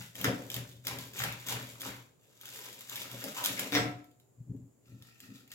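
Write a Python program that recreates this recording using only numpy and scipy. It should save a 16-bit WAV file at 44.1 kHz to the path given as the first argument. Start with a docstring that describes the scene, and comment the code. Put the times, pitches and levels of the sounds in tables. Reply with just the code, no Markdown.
"""A table knife saws through a crusty roll on a plate, on a towel on a steel table in a bare kitchen.
The crust crackles and snaps: random fractures and noise bursts, coloured by filters.
Under the blade the plate rings as decaying sine modes and each push makes the table boom near 121 Hz.
A flat hand rubs the roll; at the end the knife is laid aside and fingers rustle in the roll.
Noise reverberation makes the kitchen, over steady air and microphone hiss."""
import sys
import numpy as np
from scipy import signal
from scipy.fft import rfft, irfft, next_fast_len
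from scipy.io import wavfile
from scipy.ndimage import uniform_filter1d, map_coordinates

SR = 44100
rng = np.random.default_rng(int(sys.argv[2]) if len(sys.argv) > 2 else 0)


def int16_out(signal):
    """Quantize to a 16-bit WAV file."""
    q = np.round(np.clip(np.atleast_2d(signal).T, -1, 1) * 32767)
    wavfile.write(sys.argv[1], SR, q.astype(np.int16))


N = 244470
TIME = np.arange(N) / SR  # s

# Spectrum of coarse tearing bread. Each row: frequency in Hz, relative density in dB per Hz.
TEAR_COLOUR = [(250, -31), (600, -8.5), (840, -2), (990, 2.5), (1120, -0.5), (1300, 2), (1800, 1),
               (2400, 1.5), (3050, -3), (3500, -4.5), (4200, -8), (6000, -12.5), (12000, -40)]
# Spectrum of brittle crust. Each row: frequency in Hz, relative density in dB per Hz.
CRISP_COLOUR = [(500, -29.5), (1500, -7), (3000, 0.5), (3500, 4), (4200, -0.5), (5500, -1.5), (6400, -3.5),
                (7300, 2), (8200, -7), (10000, -2.5), (12500, -0.5), (15500, -5)]
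# Gesture envelopes; a stroke works down through crust, crumb, plate and table in turn.
# Each holds: peak as share of the length, rise to the peak in dB, fall per length in dB.
CRUMB_STAGE = (0.46, 13, 11.67)
PLATE_STAGE = (0.87, 11.7, 14.6)
TABLE_STAGE = (0.89, 16.4, 8.4)


def amp(db):
    """Decibels to gain."""
    return 10 ** (np.asarray(db) / 20)


def unit(x):
    """Scale to rms 1."""
    return x / np.sqrt(np.mean(x ** 2) + 1e-20)


def along(points, hz):
    """Read (Hz, value) points on a log frequency axis."""
    point_hz, values = np.transpose(points)
    return np.interp(np.log(hz + 1), np.log(point_hz), values)


def wobble(rate_hz):
    """A smooth random curve, rate_hz knots a second."""
    knots = rng.standard_normal(int(N * rate_hz / SR) + 4)
    return map_coordinates(knots, [TIME * rate_hz])


def filtered(x, response):
    """x times a complex response of frequency."""
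    size = 2 * next_fast_len(N // 2 + 8192)
    return irfft(rfft(x, size) * response(np.fft.rfftfreq(size, 1 / SR)), size)[..., :N]


def filtered_by(x, impulse):
    """Convolve x with one impulse response, or with one per channel."""
    size = next_fast_len(N + impulse.shape[-1], True)
    return irfft(rfft(x, size) * rfft(impulse, size), size)[..., :N]


def coloured(x, points):
    """Causal filter with the given spectrum that keeps the power of white noise."""
    size = 8192
    magnitude = unit(amp(along(points, np.fft.rfftfreq(size, 1 / SR))))
    # folding the cepstrum gives minimum phase
    cepstrum = irfft(np.log(magnitude))
    cepstrum[1:size // 2] *= 2
    cepstrum[size // 2 + 1:] = 0
    return filtered_by(x, irfft(np.exp(rfft(cepstrum))))


def fractures(rate_hz, spread_db, clump_db, clump_hz):
    """Tiny breaks of uneven size that come in clumps as the teeth catch; rms 1."""
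    sizes = amp(spread_db * np.clip(rng.standard_normal(N), -2, 2)) * rng.choice([-1, 1], N)
    breaks = rng.random(N) < rate_hz / SR
    clumps = amp(clump_db * np.minimum(wobble(clump_hz), 1))
    return unit(breaks * sizes * clumps)


def swells(starts_s, lengths_s, levels_db, stage):
    """Gain of a run of gestures: each bites, builds to its peak and eases off; their powers add."""
    bite_db_per_s = 1300  # how fast any contact sets in
    peak, rise_db, fall_db = stage
    peak = max(peak, 0.01)
    power = np.zeros(N)
    for start_s, length_s, db in zip(starts_s, lengths_s, levels_db):
        progress = (TIME - start_s) / length_s
        build_db = -rise_db * np.clip(1 - progress / peak, 0, 1)
        ease_db = -fall_db * np.maximum(progress - peak, 0)
        bite_db = -bite_db_per_s * np.maximum(start_s - TIME, 0)
        power += amp(np.maximum(db + build_db + ease_db + bite_db, -160)) ** 2
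    return np.sqrt(power)


def kitchen(x, direct_db, wet_db):
    """Direct sound, left first; then hard walls, alike at both microphones only in the bass."""
    # Reverberation of the walls. Each row: frequency in Hz, t60 in s.
    wall_t60 = [(100, 0.33), (300, 0.54), (2000, 0.36), (6000, 0.3), (15000, 0.21)]
    size = 32768
    hz, t, z = signal.stft(rng.standard_normal((2, size)), SR, nperseg=256)
    onset = 1 - np.exp(-t / 0.00093)
    z = z * amp(-60 * t / along(wall_t60, hz)[:, None]) * onset
    turn = np.arccos(np.sinc(hz / 1000))[:, None] / 2
    mid, side = signal.istft(z * np.array([np.cos(turn), np.sin(turn)]), SR, nperseg=256)[1]
    tail = np.array([mid + side, mid - side])
    tail = tail / np.linalg.norm(tail[0]) * amp([[0.6], [-0.6]])

    f = np.fft.rfftfreq(size, 1 / SR)
    delay_samples = np.array([[8], [14]])
    direct = np.exp(-2j * np.pi * f * delay_samples / SR)
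    # small things close by scatter mostly the treble, differently to each side
    near = rng.standard_normal((2, 96)) * np.linspace(1, 0, 96)
    scattered = direct * rfft(near / np.linalg.norm(near, axis=1, keepdims=True), size)
    share = np.arctan(f / 9000)
    early = irfft(direct * np.cos(share) + scattered * np.sin(share))
    early = early * (np.arange(size) < size // 2)
    return filtered_by(x, amp(direct_db) * early * amp([[1.6], [-1.8]]) + amp(wet_db) * tail)


def background():
    """Quiet room air and microphone hiss: coloured noise, partly common to both channels."""
    # Each row: frequency in Hz, relative density in dB per Hz.
    hiss_colour = [(20, -5), (60, 12.5), (120, 25), (200, 18), (400, 20.5), (800, 9.5), (1500, 0),
                   (4000, -7.5), (6000, -5), (7100, 11), (8300, -3), (15500, -2.5)]
    noise = rng.standard_normal((2, N)) + 0.37 * rng.standard_normal(N)
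    return amp(-69.0) * unit(coloured(noise, hiss_colour))


def table(push, mode_hz, wander_rad, flutter_db):
    """The lowest mode of the steel top, shaken unevenly by the hands, over a low noise thud."""
    phase = 2 * np.pi * mode_hz * TIME + wander_rad * wobble(24)
    boom = unit(np.sin(phase) * amp(flutter_db * wobble(45)))
    thud_colour = [(20, -22.0), (40, -25.5), (60, -3.5), (110, 5), (170, 6), (260, -9.5), (600, -66.5)]
    thud = coloured(rng.standard_normal(N), thud_colour)
    return push * (amp(0.5) * boom + amp(-6.0) * thud)


def sawing():
    """Gains of crackle, tearing, jolts and boom under the knife: short strokes and one long, slow cut."""
    # Pushes and pulls of the knife. Each row: start in s, length in s, then relative levels in dB of
    # crust crackle, crumb tearing, plate jolt and table boom.
    strokes = [(-0.056, 0.058, -42.5, -45, -54.5, -46), (0.153, 0.095, -43, -43.5, -46.5, -45),
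               (0.244, 0.044, -52, -35, -31, -34), (0.346, 0.14, -54.5, -56.5, -55.5, -55.5),
               (0.526, 0.053, -43.5, -42, -46.5, -37.5), (0.66, 0.098, -59.5, -82, -64, -51.5),
               (0.852, 0.088, -46.5, -40.5, -45.5, -45), (0.977, 0.093, -51, -55.5, -59.5, -59),
               (1.148, 0.11, -42.5, -34.5, -47, -42.5), (1.373, .084, -53, -54, -70, -70),
               (1.461, 0.092, -40, -35, -45, -44.5), (1.65, 0.1, -54.5, -59, -60.5, -60),
               (1.796, 0.078, -48.5, -47.5, -53.5, -62), (1.821, 0.074, -45.5, -41.5, -49.5, -48.5),
               (2.878, 0.15, -47, -45.5, -55, -59.5), (3.109, 0.042, -48.5, -46, -51, -49),
               (3.223, 0.043, -55, -38.5, -41.5, -57.5), (3.35, 0.075, -43.5, -37.5, -58, -58.5),
               (3.438, 0.071, -38.5, -38, -43.5, -52), (3.56, 0.079, -42.5, -39, -43, -58),
               (3.726, 0.073, -45.5, -31.5, -35, -35)]
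    # Long slow cut under the flat hand. Each row: time in s, relative pressure on the blade in dB.
    slow_cut = [(2.19, -22.5), (2.39, -14.5), (2.47, -1), (2.66, -0.5), (2.86, -5.5), (3.0, 0),
                (3.09, -14.5), (3.15, 2), (3.5, -5), (3.7, -7)]
    # Crust envelope: peak as share of the length, rise to the peak in dB, fall per length in dB.
    crust_stage = (.34, 4.8, 9.24)
    slice_crackle_db, slice_tear_db, slice_jolt_db, slice_boom_db = -51, -55.5, -65.5, -71
    start_s, length_s, crackle_db, tear_db, jolt_db, boom_db = np.transpose(strokes)
    pressure = amp(np.interp(TIME, *np.transpose(slow_cut), left=-120, right=-120))
    return (np.hypot(swells(start_s, length_s, crackle_db, crust_stage), amp(slice_crackle_db) * pressure),
            np.hypot(swells(start_s, length_s, tear_db, CRUMB_STAGE), amp(slice_tear_db) * pressure),
            np.hypot(swells(start_s, length_s, jolt_db, PLATE_STAGE), amp(slice_jolt_db) * pressure),
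            np.hypot(swells(start_s, length_s, boom_db, TABLE_STAGE), amp(slice_boom_db) * pressure))


def crumbly(x, patchy_db):
    """Each bit of crust has its own size, so its own pitch: the colour shifts from clump to clump."""
    z = signal.stft(x, nperseg=256)[2]
    field = uniform_filter1d(rng.standard_normal(z.shape), size=4, axis=0)
    field = uniform_filter1d(field, size=5, axis=1)
    gain = unit(amp(patchy_db * np.minimum(unit(field), 1)))
    return signal.istft(z * gain, nperseg=256)[1][:N]


def crust(tear, crisp, hands):
    """Fine crackle of the shell over the coarser tearing of the bread."""
    # Roll cupped in the hands. Each row: frequency in Hz, relative density in dB per Hz.
    rustle_colour = [(400, -7), (1100, -17), (1340, 8.5), (1580, -10), (1890, 9), (2150, -10), (2550, 9.5),
                     (3200, -13), (4700, 1), (9000, -23)]
    shell = crisp * amp(1.22) * fractures(rate_hz=1400, spread_db=3.5, clump_db=5.5, clump_hz=260)
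    breaks = fractures(rate_hz=900, spread_db=5, clump_db=4.5, clump_hz=180)
    bread = tear * amp(0.4) * crumbly(breaks, patchy_db=6.5)
    # cupped in the hands, the roll sounds hollower than under the blade
    crumb = coloured(bread * (1 - hands), TEAR_COLOUR) + coloured(bread * hands, rustle_colour)
    shell_sound = kitchen(coloured(shell, CRISP_COLOUR), direct_db=-1.5, wet_db=-1.5)
    return shell_sound + kitchen(crumb, direct_db=-5.0, wet_db=-4.5)


def thumps(knocking, hands):
    """The blade jolts the plate through the roll; bare hands only bump it softly."""
    # Plate under blade, then under hands. Each row: frequency in Hz, relative density in dB per Hz.
    blade_colour = [(60, -47), (140, -11.5), (190, 0), (225, -4.5), (262, 0.5), (320, -6), (370, -4.5),
                    (440, -6.5), (560, -4.5), (720, -11), (1000, -22.5), (2500, -59)]
    hand_colour = [(60, -41), (140, -8.5), (200, -3), (235, 2.5), (262, 6), (300, -6.5), (370, -9),
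                   (480, -18), (800, -37), (2000, -60)]
    jolts = knocking * fractures(rate_hz=900, spread_db=4, clump_db=1.0, clump_hz=60)
    body = coloured(jolts * (1 - hands), blade_colour) + coloured(jolts * hands, hand_colour)
    return kitchen(body, direct_db=-2.5, wet_db=-4.5)


def snaps(t60_s):
    """Each flake breaks in a short burst of cracks: decaying noise."""
    # Flakes of crust breaking. Each row: time in s, relative energy in dB.
    flakes = [(0.154, -20.5), (0.213, -13.5), (0.24, -17), (0.2438, -5), (0.501, -15), (0.516, -17),
              (0.542, -11), (0.564, -14.5), (0.69, -34), (0.869, -7.5), (0.88, -16), (0.987, -17.5),
              (1.135, -25), (1.192, -12), (1.237, -7.5), (1.324, -18), (1.466, -20), (1.485, -13.5),
              (1.524, -12), (1.808, -18), (1.817, -16.5), (2.412, -24.5), (2.455, -21.5), (2.489, -23.5),
              (2.559, -21.5), (2.59, -23.5), (2.728, -25.5), (2.808, -21.5), (2.896, -17), (2.957, -14.5),
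              (2.964, -20), (3.017, -16), (3.115, -21), (3.24, -12.5), (3.44, -6.5), (3.448, -6),
              (3.459, -4), (3.594, -6.5), (4.043, -39), (4.114, -46), (4.199, -41.5), (4.564, -48.5),
              (5.023, -31), (5.203, -26), (5.477, -35.5), (5.517, -22)]
    out, t = np.zeros(N + SR), np.arange(1024) / SR
    for start_s, db in flakes:
        burst = rng.standard_normal(len(t)) * amp(-60 * t / t60_s)
        out[round(start_s * SR):][:len(t)] += amp(db) * burst / np.linalg.norm(burst)
    return coloured(out[:N], CRISP_COLOUR) + amp(-21) * coloured(out[:N], TEAR_COLOUR)


def ringing(blows, waver):
    """Blows out of step add their power in every mode, and each mode dies at its own speed."""
    # Plate and table under the blade. Each row: frequency in Hz, relative level in dB, t60 in s.
    modes = [(262.4, -4.5, 0.27), (295.4, 1.5, 0.3), (324.7, -21, 0.44), (460, -3, 0.21), (535, -13, 0.12),
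             (721, -13, 0.57), (1330, -8, 0.4), (1900, -8, .2), (2003, -17, .22), (2040, -8.5, .22),
             (2230, -19, 0.14), (2700, -18.5, 0.39), (3450, -10, .12), (5303, -15.5, 0.35),
             (6380, -15.5, 0.27), (7730, -13, .25)]
    out = np.zeros(N)
    for hz, db, t60_s in modes:
        power = signal.lfilter([1], [1, -amp(-120 / t60_s / SR)], blows ** 2)
        drift_rad = waver * np.cumsum(rng.standard_normal(N)) / np.sqrt(SR)
        out += amp(db) * np.sqrt(power) * np.sin(2 * np.pi * hz * TIME + drift_rad)
    return out


def blade(slip_hz, scatter):
    """Knocks and a quick stick-slip judder ring the plate."""
    # Blade breaks through onto the plate. Each row: time in s, relative level in dB.
    hits = [(0.2443, -7), (0.2449, -4), (.256, -27.5), (0.262, -18.5), (.272, -46.5)]
    # Blade dragged out over the plate. Each row: time in s, relative slip strength in dB.
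    drag_out = [(3.722, -7), (3.737, -6.5), (3.76, -2.5), (3.78, -30.5), (3.82, -28.5), (3.84, -36)]
    knocks, judder = np.zeros((2, N))
    for start_s, db in hits:
        knocks[round(start_s * SR)] += amp(db)
    # the blade sticks and slips at a nearly steady rate
    drag_s, drag_db = np.transpose(drag_out)
    periods = 1 + scatter * rng.standard_normal(24)
    slips_s = drag_s[0] + np.cumsum(np.r_[0, periods]) / slip_hz
    judder[np.round(slips_s * SR).astype(int)] = amp(np.interp(slips_s, drag_s, drag_db, right=-120))
    ring = amp(-29.5) * ringing(amp(-4.5) * knocks + judder, waver=3)
    # a knock is one clean crack, a slip a gritty scrape of a millisecond or so
    grit = amp(-60 * TIME[:SR // 100] / 0.0035)
    scrape = signal.lfilter(grit / np.linalg.norm(grit), 1, judder) * rng.standard_normal(N)
    # Each row: frequency in Hz, relative density in dB per Hz.
    scrape_colour = [(120, -45), (400, -4), (700, -1.5), (930, -9.5), (1500, -5.5), (2100, 7.5), (3000, -7),
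                     (3450, 2.5), (4100, -4.5), (5500, -2.5), (7500, -16.5), (10000, -14)]
    contact = amp(3.0) * coloured(knocks, TEAR_COLOUR) + amp(1.5) * coloured(scrape, scrape_colour)
    return kitchen(ring, direct_db=-5.5, wet_db=-2.5) + kitchen(contact, direct_db=-6.0, wet_db=-2.0)


def palm():
    """Skin drags softly over the top of the roll: clumped tiny breaks, low coloured."""
    # Flat hand slides onto the roll and presses it. Each row: start in s, length in s, relative rub in dB.
    rubs = [(2.19, 0.11, -68), (2.47, .19, -56)]
    # Each row: frequency in Hz, relative density in dB per Hz.
    rub_colour = [(200, -30.5), (330, 0.5), (420, 8.5), (600, -0.5), (850, -13.5), (1400, -22), (3000, -41)]
    friction = fractures(rate_hz=1200, spread_db=1, clump_db=7, clump_hz=32)
    drag = swells(*np.transpose(rubs), CRUMB_STAGE) * friction
    return kitchen(coloured(drag, rub_colour), direct_db=-4.5, wet_db=-8.0)


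def handling():
    """The same four gains under bare hands: squeezes rustle the roll, bumps shake plate and table."""
    # Fingers squeeze the roll. Each row: start in s, length in s, relative rustle in dB.
    squeezes = [(4.826, 0.15, -66.5), (4.997, 0.15, -63), (5.178, 0.12, -59.5), (5.329, 0.054, -56.5),
                (5.5, .1, -48)]
    # Hands and knife handle bump the covered table and the plate. Each row: start in s, length in s,
    # relative plate jolt in dB, relative table boom in dB.
    bumps = [(4.375, 0.034, -60.5, -45), (4.473, 0.04, -46, -35.5), (4.533, 0.016, -45, -40),
             (4.61, .025, -71, -48.5), (4.861, 0.071, -54.5, -49), (5.222, 0.093, -52.5, -58.5),
             (5.482, 0.057, -76, -68)]
    crackle_over_rustle_db = -2
    rustle = swells(*np.transpose(squeezes), CRUMB_STAGE)
    start_s, length_s, jolt_db, boom_db = np.transpose(bumps)
    jolt = swells(start_s, length_s, jolt_db, PLATE_STAGE)
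    boom = swells(start_s, length_s, boom_db, TABLE_STAGE)
    return amp(crackle_over_rustle_db) * rustle, rustle, jolt, boom


def scene():
    """Crust, blade and table in the kitchen."""
    crisp, tear, knocking, push = np.hypot(sawing(), handling())
    # the knife is laid aside and the hands take over
    hands = np.interp(TIME, [4.2, 4.35], [0, 1])
    flakes = kitchen(snaps(t60_s=0.016), direct_db=1.9, wet_db=-0.5)
    roll = crust(tear, crisp, hands) + palm() + flakes
    plate = thumps(knocking, hands) + blade(slip_hz=138.6, scatter=0.068)
    # the table never quite stops trembling under the hands
    rest_boom_db = -73.5
    push = np.hypot(push, amp(rest_boom_db))
    boom = table(push, mode_hz=121.3, wander_rad=0.55, flutter_db=3.5) * amp([[1.2], [-1.4]])
    return roll + plate + boom + background()


def record(dry):
    """Steep low-pass at the band limit."""
    top_hz = 15950
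    return filtered(dry, lambda hz: 1 / np.sqrt(1 + (hz / top_hz) ** 160))


dry = scene()
out = record(dry)
int16_out(out)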